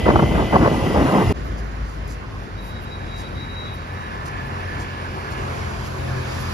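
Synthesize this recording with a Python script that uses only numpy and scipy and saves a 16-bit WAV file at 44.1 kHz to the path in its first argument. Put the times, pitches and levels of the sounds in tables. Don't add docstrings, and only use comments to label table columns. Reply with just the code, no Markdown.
import sys
import numpy as np
from scipy import signal
from scipy.io import wavfile
from scipy.ndimage import uniform_filter1d

SR = 44100
rng = np.random.default_rng(int(sys.argv[2]) if len(sys.argv) > 2 else 0)


def pcm_store(signal):
    levels = np.round(np.clip(np.atleast_2d(signal), -1, 1) * 32767)
    wavfile.write(sys.argv[1], SR, levels.astype(np.int16).T)


def undo_db(level):
    steps = np.asarray(level, float) / 20
    return 10 ** steps


N = 287973
T = np.arange(N) / SR
CUT_S = 1.3255
BEND = .035
# pitch_hz, left_minus_right_db
ROAD_TILT = [(60, 0.5), (900, -0.5), (1550, 5.5), (2240, 2), (5530, 6), (13700, -2)]


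def evened(x):
    return x / np.sqrt(np.mean(x ** 2) + 1e-20)


def read(points, hz):
    f, value = np.transpose(points)
    return np.interp(np.log(hz + 1), np.log(f + 1), value)


def curves(rows, t=T):
    s, *columns = np.transpose(rows)
    return [np.interp(t, s, c) for c in columns]


def wander(size):
    return evened(uniform_filter1d(uniform_filter1d(rng.standard_normal(N), size), size))


def swells(rows):
    return sum(undo_db(db) ** 2 * np.exp(-2 * ((T - s) / half) ** 2) for s, half, db in rows)


def gate(t0, t1, edge):
    return np.clip(np.minimum(T - t0, t1 - T) / edge, 0, 1)


def resonate(x, hz, width):
    turn = np.exp(2j * np.pi * np.cumsum(hz * np.ones(N)) / SR)
    r = np.exp(-np.pi * width / SR)
    return (turn * signal.lfilter([1], np.convolve([1, -r], [1, -r]), x / turn)).real


def fuzzy(hz, db, width):
    return undo_db(db) * evened(resonate(rng.standard_normal(N), hz, width))


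def tone(hz, db, waver_db):
    cycles = np.cumsum(hz + 0 * T) / SR + rng.random()
    return np.sqrt(2) * undo_db(db + waver_db * wander(size=2500)) * np.sin(2 * np.pi * cycles)


def placed(x, lag, pan_db=0.):
    return np.array([np.roll(x, round(lag)), x]) * undo_db([[pan_db / 2], [-pan_db / 2]])


def noise(colour, bearing, patchy_db, knee_hz=250, tilt=((0, 0), (1, 0)), direct=1, bend=0):
    frames = min(round(bearing[-1][0] * SR), N) // 256 + 5
    hz = np.fft.rfftfreq(1024, 1 / SR)[:, None]
    lag, share, pan_db = curves(bearing, np.arange(frames) * 256 / SR)
    a, b, c, d, patches = rng.standard_normal((frames, 513, 5)).T
    patches = evened(uniform_filter1d(uniform_filter1d(patches, 10, 0), 12, 1))

    low, high = 1 / (1 + (hz / knee_hz) ** 3), 1 / (1 + (5600 / (hz + 1)) ** 12)
    body = .83 * np.exp(2j * np.pi * (hz - 5050) / 6400)
    spread = 1 + (lag * hz / SR / 1.6) ** 6
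    phase = lag * (2 * np.pi * hz / SR - bend * (1 - low))
    middle = (1 - high) * np.exp(1j * phase) * share * direct / spread
    same = low + (1 - low) * (middle + high * body)
    same = same / np.maximum(abs(same), 1)
    left, own = a + 1j * b, c + 1j * d
    z = np.array([left, same * left + np.sqrt(1 - np.minimum(abs(same), 1) ** 2) * own])

    lean_db = read(tilt, hz) + pan_db * hz / (hz + 1500) / (1 + (hz / 7200) ** 8)
    beyond_db = -30 * np.log2(np.maximum(hz / colour[-1][0], 1))
    z = z * undo_db(read(colour, hz) + beyond_db + patchy_db * patches) * undo_db([lean_db / 2, -lean_db / 2])
    sound = evened(signal.istft(z, nperseg=1024, noverlap=768)[1][:, :N])
    return np.pad(sound, ((0, 0), (0, N - sound.shape[1])))


def traffic(nearer, rows, start, end, tyres, bearing, tilt):
    # pitch_hz, level_db
    rumble = [(20, -40), (30, -20), (42, 5), (60, 7.5), (100, 1.5), (200, -5.5), (400, -9), (700, -14.5),
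              (1200, -37)]
    grit = [(2500, 0.5), (3500, 2.5), (5000, 3.5), (6000, -2), (7200, -1), (9000, -52)]
    hiss = [(6000, -12), (7500, 3.5), (9000, 4), (11000, 1), (13000, -4.5), (15000, -7), (16000, -20)]
    straight = (.55, 1, .45, 1)
    near_db = curves(nearer)[0]
    leaving = np.exp(-abs(T - start) / 0.48)
    arriving = np.exp(-abs(end - T) / 1)
    surge = wander(size=3000)
    patchy_db, surge_db = (1.0, 1.33, 1.7, 1.8), (0.74, 0.06, 0.38, 0.42)
    out = 0
    for i, (db, share, old_db, new_db) in enumerate(rows):
        level_db = db + share * near_db + old_db * leaving + new_db * arriving + surge_db[i] * surge
        colour = (rumble, tyres, grit, hiss)[i]
        out = out + undo_db(level_db) * noise(colour, bearing, patchy_db[i], 160, tilt, straight[i], BEND)
    return out


def road_traffic():
    # time_s, gain_db
    nearer = [(0, -0.5), (.5, 0), (.9, 2.5), (1.33, 3.5)]
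    # level_db, share of the approach, leaving_vehicle_db, arriving_vehicle_db
    road_layers = [
        (-22, -3.5, 2, .1),
        (-37, 0.43, 2, .1),
        (-41, 0.52, -1, .1),
        (-49.5, 1.16, 1, .1),
    ]
    # pitch_hz, level_db
    near_tyres = [(300, -18), (700, 6.5), (1400, 4), (1800, 1), (2500, 7), (3200, 5), (3700, -3.5),
                  (5000, -38)]
    # time_s, left port's lag_samples, share from that side, left_minus_right_db
    bearing = [(0, -1, .6, -5), (1.33, -1, .6, -5)]
    return traffic(nearer, road_layers, 0, CUT_S, near_tyres, bearing, ROAD_TILT)


def near_engine():
    # time_s, pitch_hz, level_db
    whine_path = [(0, 1995, -33), (.1, 2010, -34), (.17, 2010, -39), (.27, 2030, -34), (.44, 2000, -38),
                  (.55, 1995, -32), (.65, 1975, -39), (.9, 1985, -40), (1.05, 1995, -44), (1.15, 2005, -37),
                  (1.33, 1995, -38)]
    # time_s, pitch_hz, level_db
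    whirr_path = [(0, 3015, -42), (.38, 2990, -43), (.46, 2955, -42), (.75, 2915, -44), (.9, 2830, -44),
                  (1.1, 2820, -44), (1.19, 2815, -42), (1.33, 2800, -43)]
    # time_s, pitch_hz, level_db
    sinking = [(.8, 1960, -56), (.95, 1930, -44), (1.1, 1860, -43), (1.33, 1850, -45)]
    hz, db = curves(whine_path)
    whine = fuzzy(hz, db - 7.5 + 4 * T, 150)
    whine = whine + tone(hz + 5 * wander(size=1500), db - 2.5 - 3 * T, 1.5)
    whine = whine + fuzzy(hz + 65, db - 14 + 4 * T, 25) + fuzzy(*curves(sinking), 40)
    hz, db = curves(whirr_path)
    whirr = fuzzy(hz + 30, db - 6, 200)
    whirr = whirr + tone(hz + 5 * wander(size=1500), db - 5, 1.8) + tone(hz + 85, db - 7 - 8 * T, 2.)
    return placed(whine + whirr, lag=-1)


def wind():
    # time_s, level_db
    breeze = [(0.0, -45), (0.052, -32), (0.062, -19), (0.12, -18.5), (0.25, -24), (0.3, -27.5), (0.4, -18),
              (0.5, -30), (0.53, -20), (0.59, -19.5), (0.64, -22), (0.79, -22), (0.9, -21), (1.15, -17.5),
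              (1.325, -26)]
    # start_s, length_s, level_db, flutter_over_thud_db
    gusts = [(0.01, 0.012, -25.5, -3), (0.054, 0.013, -18.5, 3), (0.06, 0.018, -15.5, 1),
             (0.075, 0.026, -15, 2), (0.099, 0.02, -10.5, -0.5), (0.134, 0.02, -20, -15),
             (0.156, 0.014, -13, 5.5), (0.188, 0.021, -18.5, 2.5), (0.215, 0.033, -16, -4.5),
             (0.301, 0.036, -27.5, 1), (0.34, 0.04, -28.5, 5), (.372, 0.045, -22.5, 4),
             (0.419, 0.017, -18, -6), (0.523, 0.022, -17.5, -1), (0.534, 0.044, -13.5, -1.5),
             (0.609, 0.037, -13.5, -4), (0.638, 0.055, -20.5, 3.5), (0.702, 0.039, -19, -17),
             (0.746, 0.041, -24.5, -4), (0.854, 0.032, -25, -1.5), (0.891, .03, -31, 5),
             (0.935, 0.1, -24, 1.5), (1.052, 0.059, -23, 0.5), (1.12, 0.037, -27.5, 3),
             (1.154, 0.082, -25, 3), (1.29, 0.042, -18.5, -13)]
    # peak_s, half_length_s, level_db
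    pushes = [(0, 0.024, -23), (.085, 0.02, -10.5), (.13, 0.017, -20), (.165, 0.023, -17),
              (.24, 0.019, -19.5), (.33, 0.025, -33), (.424, 0.02, -23), (.55, 0.019, -28),
              (.64, 0.08, -24), (.86, 0.081, -24), (.985, 0.059, -16), (1.17, 0.025, -37),
              (1.28, 0.066, -20.5)]
    # pitch_hz, level_db
    boom = [(20, -30), (38, 0), (55, 25), (100, 16.5), (150, 8.5), (250, -5)]
    thud_colour = [(60, -24), (120, -1.5), (200, -1.5), (300, -1.5), (450, -7), (700, -13), (1200, -34)]
    flutter_colour = [(200, -11.5), (400, 1), (700, 4), (1000, 3), (1400, -5), (1800, -13), (2600, -20),
                      (4000, -75)]
    crackle = [(800, -23), (1500, -2), (2200, -1), (3200, -11), (5000, -19)]
    wind_shared = (.68, .95, .93, .85)

    thud = undo_db(curves(breeze)[0]) ** 2
    flutter = thud * undo_db(-6.5) ** 2
    for s, length, db, over_db in gusts:
        rise, fall = (T - s) / (.003 + .13 * length), (s + length - T) / .01
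        shape = np.clip(np.minimum(rise, fall), 0, 1) ** 2
        thud = thud + shape * undo_db(db) ** 2
        flutter = flutter + shape * undo_db(db + over_db) ** 2
    crackling = undo_db(-27.5) ** 2 * np.minimum(flutter / undo_db(-11.5) ** 2, 1) ** 2.3
    powers = (undo_db(-53) ** 2 + swells(pushes), thud, flutter, crackling)
    lumps = wander(size=160)
    shakes_db = (.5 * lumps, 0.44 * lumps, 1.8 * lumps + 0.39 * wander(size=50), 1.5 * lumps)
    colours = (boom, thud_colour, flutter_colour, crackle)
    out = 0
    for power, shake_db, colour, share in zip(powers, shakes_db, colours, wind_shared):
        bearing = [(0, 7, share, 0), (1.33, 6.8, share, 0)]
        air = noise(colour, bearing, 1.4, knee_hz=8, tilt=ROAD_TILT, bend=-BEND)
        out = out + np.sqrt(power) * undo_db(shake_db) * air
    return out


def moans():
    # peak_s, half_length_s, pitch_hz, glide_hz_per_s, level_db
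    whistles = [(0.979, 0.017, 200, -4, -19), (1.006, 0.031, 327, 300, -26), (1.057, 0.066, 285, 200, -23),
                (1.187, 0.035, 201, -1100, -18), (1.208, 0.034, 328, 1202, -25),
                (1.267, 0.045, 403, -200, -31), (1.16, 0.037, 508, 300, -28)]
    air = rng.standard_normal(N)
    out = 0
    for s, half, hz, glide, db in whistles:
        breath = evened(resonate(air, np.clip(hz + glide * (T - s), 50, 900), 44))
        whistle = np.sin(2 * np.pi * (hz + glide * (T - s) / 2) * (T - s))
        out = out + np.sqrt(swells([(s, half, db)])) * (breath + whistle)
    return placed(out / np.sqrt(1.5), lag=8)


def walk_traffic():
    # time_s, gain_db
    nearer = [(1.36, 0.5), (2.3, -0.5), (3.0, 2.5), (3.8, 3), (4.7, 7.5), (5.1, 7), (5.55, 9), (5.95, 7),
              (6.53, 11)]
    # level_db, share of the approach, leaving_vehicle_db, arriving_vehicle_db
    walk_layers = [
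        (-32.5, 0.26, 4.1, 0.4),
        (-39, 0.97, 0.62, -4.5),
        (-53.5, 0.39, 5, 11),
        (-63, 0.53, 0.1, 8.5),
    ]
    # pitch_hz, level_db
    far_tyres = [(150, -53), (350, -53), (700, -11.5), (1050, -3.5), (1400, -10), (1760, -9.5), (2100, -13),
                 (2800, -17.5), (3800, -26), (5000, -28.5)]
    # time_s, left port's lag_samples, share from that side, left_minus_right_db
    bearing = [(1.33, 26, .7, 2), (2.2, 26, .55, 3), (2.4, -22.5, .75, 4), (3.8, -22, .8, 3),
               (5.3, -21, .8, 3), (5.6, -17, .5, 3), (6.0, -13, .3, 5), (6.53, -6, .2, 1)]
    # pitch_hz, left_minus_right_db
    walk_tilt = [(60, 2), (500, 1.5), (860, 2), (1500, -12.5), (1900, -3), (2700, -5.5), (3400, 0.5),
                 (13700, -2)]
    return traffic(nearer, walk_layers, CUT_S, N / SR, far_tyres, bearing, walk_tilt)


def far_engines():
    # time_s, firing_hz, level_db
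    lorry = [(1.33, 54.5, -28.5), (1.6, 53.2, -28), (2.0, 52.3, -32.5), (2.5, 47.2, -35.5),
             (3.0, 49.14, -39), (3.5, 46.7, -38), (3.8, 45.9, -49)]
    # time_s, shaft_hz, load_db, how far the tailpipe faces the microphone (0-1)
    bus_path = [(2.6, 44.5, -43, .1), (3.0, 44.6, -39, .15), (4.3, 44.8, -41, .45), (4.68, 44.8, -32, 0),
                (5.22, 43.3, -43, .6), (5.42, 43.1, -33, .45), (5.85, 43, -34, .45), (6.13, 42.9, -35, 1),
                (6.53, 42.8, -32, .2)]
    bus_orders = [
        (2, 1.3, -0.2),
        (3, -9.5, 16.5),
        (5, -12, 5.5),
    ]
    # shaft order, level_under_load_db
    upper_orders = [(6, -21), (8, -19), (9, -16), (11, -19), (12, -18), (13, -19), (14, -22), (15, -22),
                    (16, -17), (18, -20), (20, -21), (21, -21)]
    # start_s, end_s, pitch_hz, level_db
    thin_drones = [(2.2, 3.6, 185, -49), (2.1, 2.8, 99, -39), (5.1, 6.0, 430.7, -43.5),
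                   (4.9, 6.6, 382, -45), (5.1, 6.6, 694, -46), (5.4, 6.0, 915, -52), (6.1, 6.6, 755, -50),
                   (5.8, 6.6, 845, -51), (5.9, 6.5, 550, -50), (5.0, 5.7, 1174, -51), (4.1, 5.0, 398, -50),
                   (3.9, 5.1, 1771, -48.5), (4.5, 5.6, 1690, -51), (4.6, 5.3, 2280, -53),
                   (1.3, 1.9, 212, -45), (2.7, 3.6, 213, -47), (3.1, 3.7, 133, -43), (5.0, 5.4, 2810, -56),
                   (3.9, 5.2, 1050, -48.5), (3.9, 4.6, 975, -50), (6.2, 6.6, 170, -39),
                   (6.0, 6.6, 1020, -47), (5.9, 6.5, 1090, -50)]
    shaft, load_db, pipe = curves(bus_path)
    bus = sum(tone(k * shaft, load_db + db + pipe * pipe_db, .6) for k, db, pipe_db in bus_orders)
    rasp = sum(tone(k * shaft, load_db + pipe * 7 + db, 2.5) for k, db in upper_orders)
    present = gate(2.6, 7, .1)
    low = tone(*curves(lorry), .8) * gate(0, 3.8, .1) + bus * present
    drones = []
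    for t0, t1, hz, db in thin_drones:
        drone = tone(hz + wander(size=6000), db - 1.5, 1.2) + fuzzy(hz, db - 6, 12)
        drones.append(drone * gate(t0, t1, .25))
    engines = placed(low, lag=-4, pan_db=1.4) + placed(rasp * present, lag=24)
    return engines + placed(sum(drones[::2]), lag=-24, pan_db=1.) + placed(sum(drones[1::2]), lag=-22)


def scuffs():
    # peak_s, half_length_s, level_db, brightness_db_per_octave
    steps = [(1.463, 0.03, -66, 7.5), (1.59, .02, -55, -1.5), (1.91, 0.11, -60, -1.5), (2.08, .007, -50, 5),
             (2.115, 0.038, -46, 0), (2.43, .045, -66, 6), (2.67, 0.061, -47, 3), (2.833, 0.025, -65, 8),
             (3.198, 0.037, -43.5, 1), (3.401, 0.04, -63.5, 3), (3.747, 0.021, -50, 4),
             (4.263, 0.011, -40.5, 1), (4.284, 0.0097, -45.5, -0.5), (4.47, .02, -63, 6.5),
             (4.815, 0.027, -54, -3), (5.31, .008, -56, 6.5), (5.326, 0.012, -47.5, 0),
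             (5.637, 0.32, -56.5, -2), (5.862, 0.021, -47, 0), (5.92, 0.12, -57, 4.5),
             (6.334, 0.096, -48, 0), (6.415, 0.025, -40, 3)]
    ahead = [(0, 0, .6, 0), (7, 0, .6, 0)]
    dull = noise([(3000, -30), (4500, 0), (7000, -2), (10000, -8), (15000, -20)], ahead, 1.5)
    bright = noise([(6000, -25), (9000, -3), (12000, 0), (15500, -5)], ahead, 1.5)
    grain, out = undo_db(2.0 * wander(size=40)), np.zeros((2, N))
    for s, half, db, tilt in steps:
        away = np.where(T < s, (s - T) / 0.86, (T - s) / 0.86)
        shape = np.exp(-away ** 2 / half ** 2)
        out += shape * undo_db(db) * (undo_db(-3 * tilt) * dull + undo_db(3.7 * tilt - 20.0) * bright)
    return out * grain


def horn():
    # peak_s, half_length_s, level_db
    ninth = [(2.592, .018, -47), (2.665, .022, -55), (2.73, .025, -52), (2.775, .03, -48),
             (2.875, .025, -52), (2.934, .03, -40), (3.02, .045, -51.5), (3.105, .03, -49),
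             (3.15, .035, -42), (3.205, .03, -48), (3.255, .033, -43), (3.305, .01, -53), (3.38, .02, -44),
             (3.42, .04, -41), (3.465, .02, -50), (3.51, .04, -44), (3.6, .05, -37), (3.675, .05, -40),
             (3.735, .025, -46), (3.78, .025, -50), (3.83, .015, -53), (3.98, .012, -55), (4.03, .022, -51)]
    # peak_s, half_length_s, level_db
    eighth = [(3.08, .05, -57), (3.22, .05, -58), (3.4, .05, -60), (3.68, .05, -54)]
    hz = 3856 + 4 * wander(size=1500)
    upper = tone(hz, 1.2 * wander(size=200) - .5, .3) + fuzzy(hz, -14, 120)
    partials = np.sqrt(swells(ninth)) * upper + np.sqrt(swells(eighth)) * fuzzy(hz * 8 / 9, 0, 40)
    partials = partials + fuzzy(hz, -58, 30)
    return placed(partials * gate(2.55, 4.1, .03), lag=-22, pan_db=6.)


def tread():
    # nearest_s, half_length_s, level_db
    passing = [
        [(4.1, 0.24, -41), (4.42, 0.079, -39.5), (4.72, .11, -39.5), (5.0, .15, -43), (5.35, .2, -44.5),
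         (6.15, .15, -41), (6.45, .1, -47)],
        [(4.2, 0.23, -38), (4.7, .25, -44), (5.3, 0.18, -56), (5.7, .2, -49), (6.3, .2, -48)],
        [(4.0, 0.18, -59), (4.85, 0.18, -48), (5.45, 0.38, -52), (6.3, 0.44, -48)],
    ]
    # pitch_hz, width_hz
    bands = [
        (1720, 130),
        (1030, 110),
        (2400, 500),
    ]
    # time_s, pitch factor
    pitch_path = [(3.8, 1.01), (4.3, 1.01), (4.8, .99), (5.5, .975), (6.0, .98), (6.53, 1.01)]
    factor = curves(pitch_path)[0]
    song = 0
    for cars, (hz, width) in zip(passing, bands):
        song = song + np.sqrt(swells(cars)) * fuzzy(hz * factor, 0, width)
    return placed(song, lag=-22, pan_db=.8)


def scene():
    road = road_traffic() + near_engine() + wind() + moans()
    walk = walk_traffic() + far_engines() + scuffs() + horn() + tread()
    return np.where(T < CUT_S, road, walk)


def low_pass(x):
    return signal.sosfilt(signal.butter(12, 15800, fs=SR, output="sos"), x)


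def record(dry):
    # low_hz, high_hz
    sum_gaps = [(7730, 8950), (13850, 22050)]
    difference_gaps = [(10650, 12650), (15300, 22050)]
    x = signal.sosfilt(signal.butter(7, 40, "high", fs=SR, output="sos"), dry)
    x = x / (1 + (x / .95) ** 8) ** (1 / 8)
    hz, _, z = signal.stft(np.array([x[0] + x[1], x[0] - x[1]]) / 2, SR, nperseg=1024)
    hz, frames = hz[:, None], z.shape[2]
    for part, gaps in enumerate((sum_gaps, difference_gaps)):
        for low_hz, high_hz in gaps:
            ragged = 380 * (rng.random((frames // 3 + 1, 2)) < .12).repeat(3, 0)[:frames].T
            z[part] *= (hz < low_hz + ragged[0]) | (hz > high_hz - ragged[1])
    floor_db = np.interp(hz, (8800, 11500, 12600, 13300, 14000), (-102, -96, -97.5, -104, -109))
    floor_db = floor_db - np.reshape((0, 12), (2, 1, 1))
    z *= abs(z) > undo_db(floor_db) * (hz > 8800)
    z[1] *= undo_db(0.36 * (hz > 8000))
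    mid, side = signal.istft(z, SR, nperseg=1024)[1][:, :N]
    road_fade = np.clip(0.7 + (CUT_S - T) / 0.0057, 0, 1)
    walk_fade = np.clip((T - CUT_S) / 0.039, 0, 1)
    splice = np.where(T < CUT_S, road_fade, walk_fade)
    return low_pass(splice * np.array([mid + side, mid - side]))


dry = scene()
out = record(dry)
pcm_store(out)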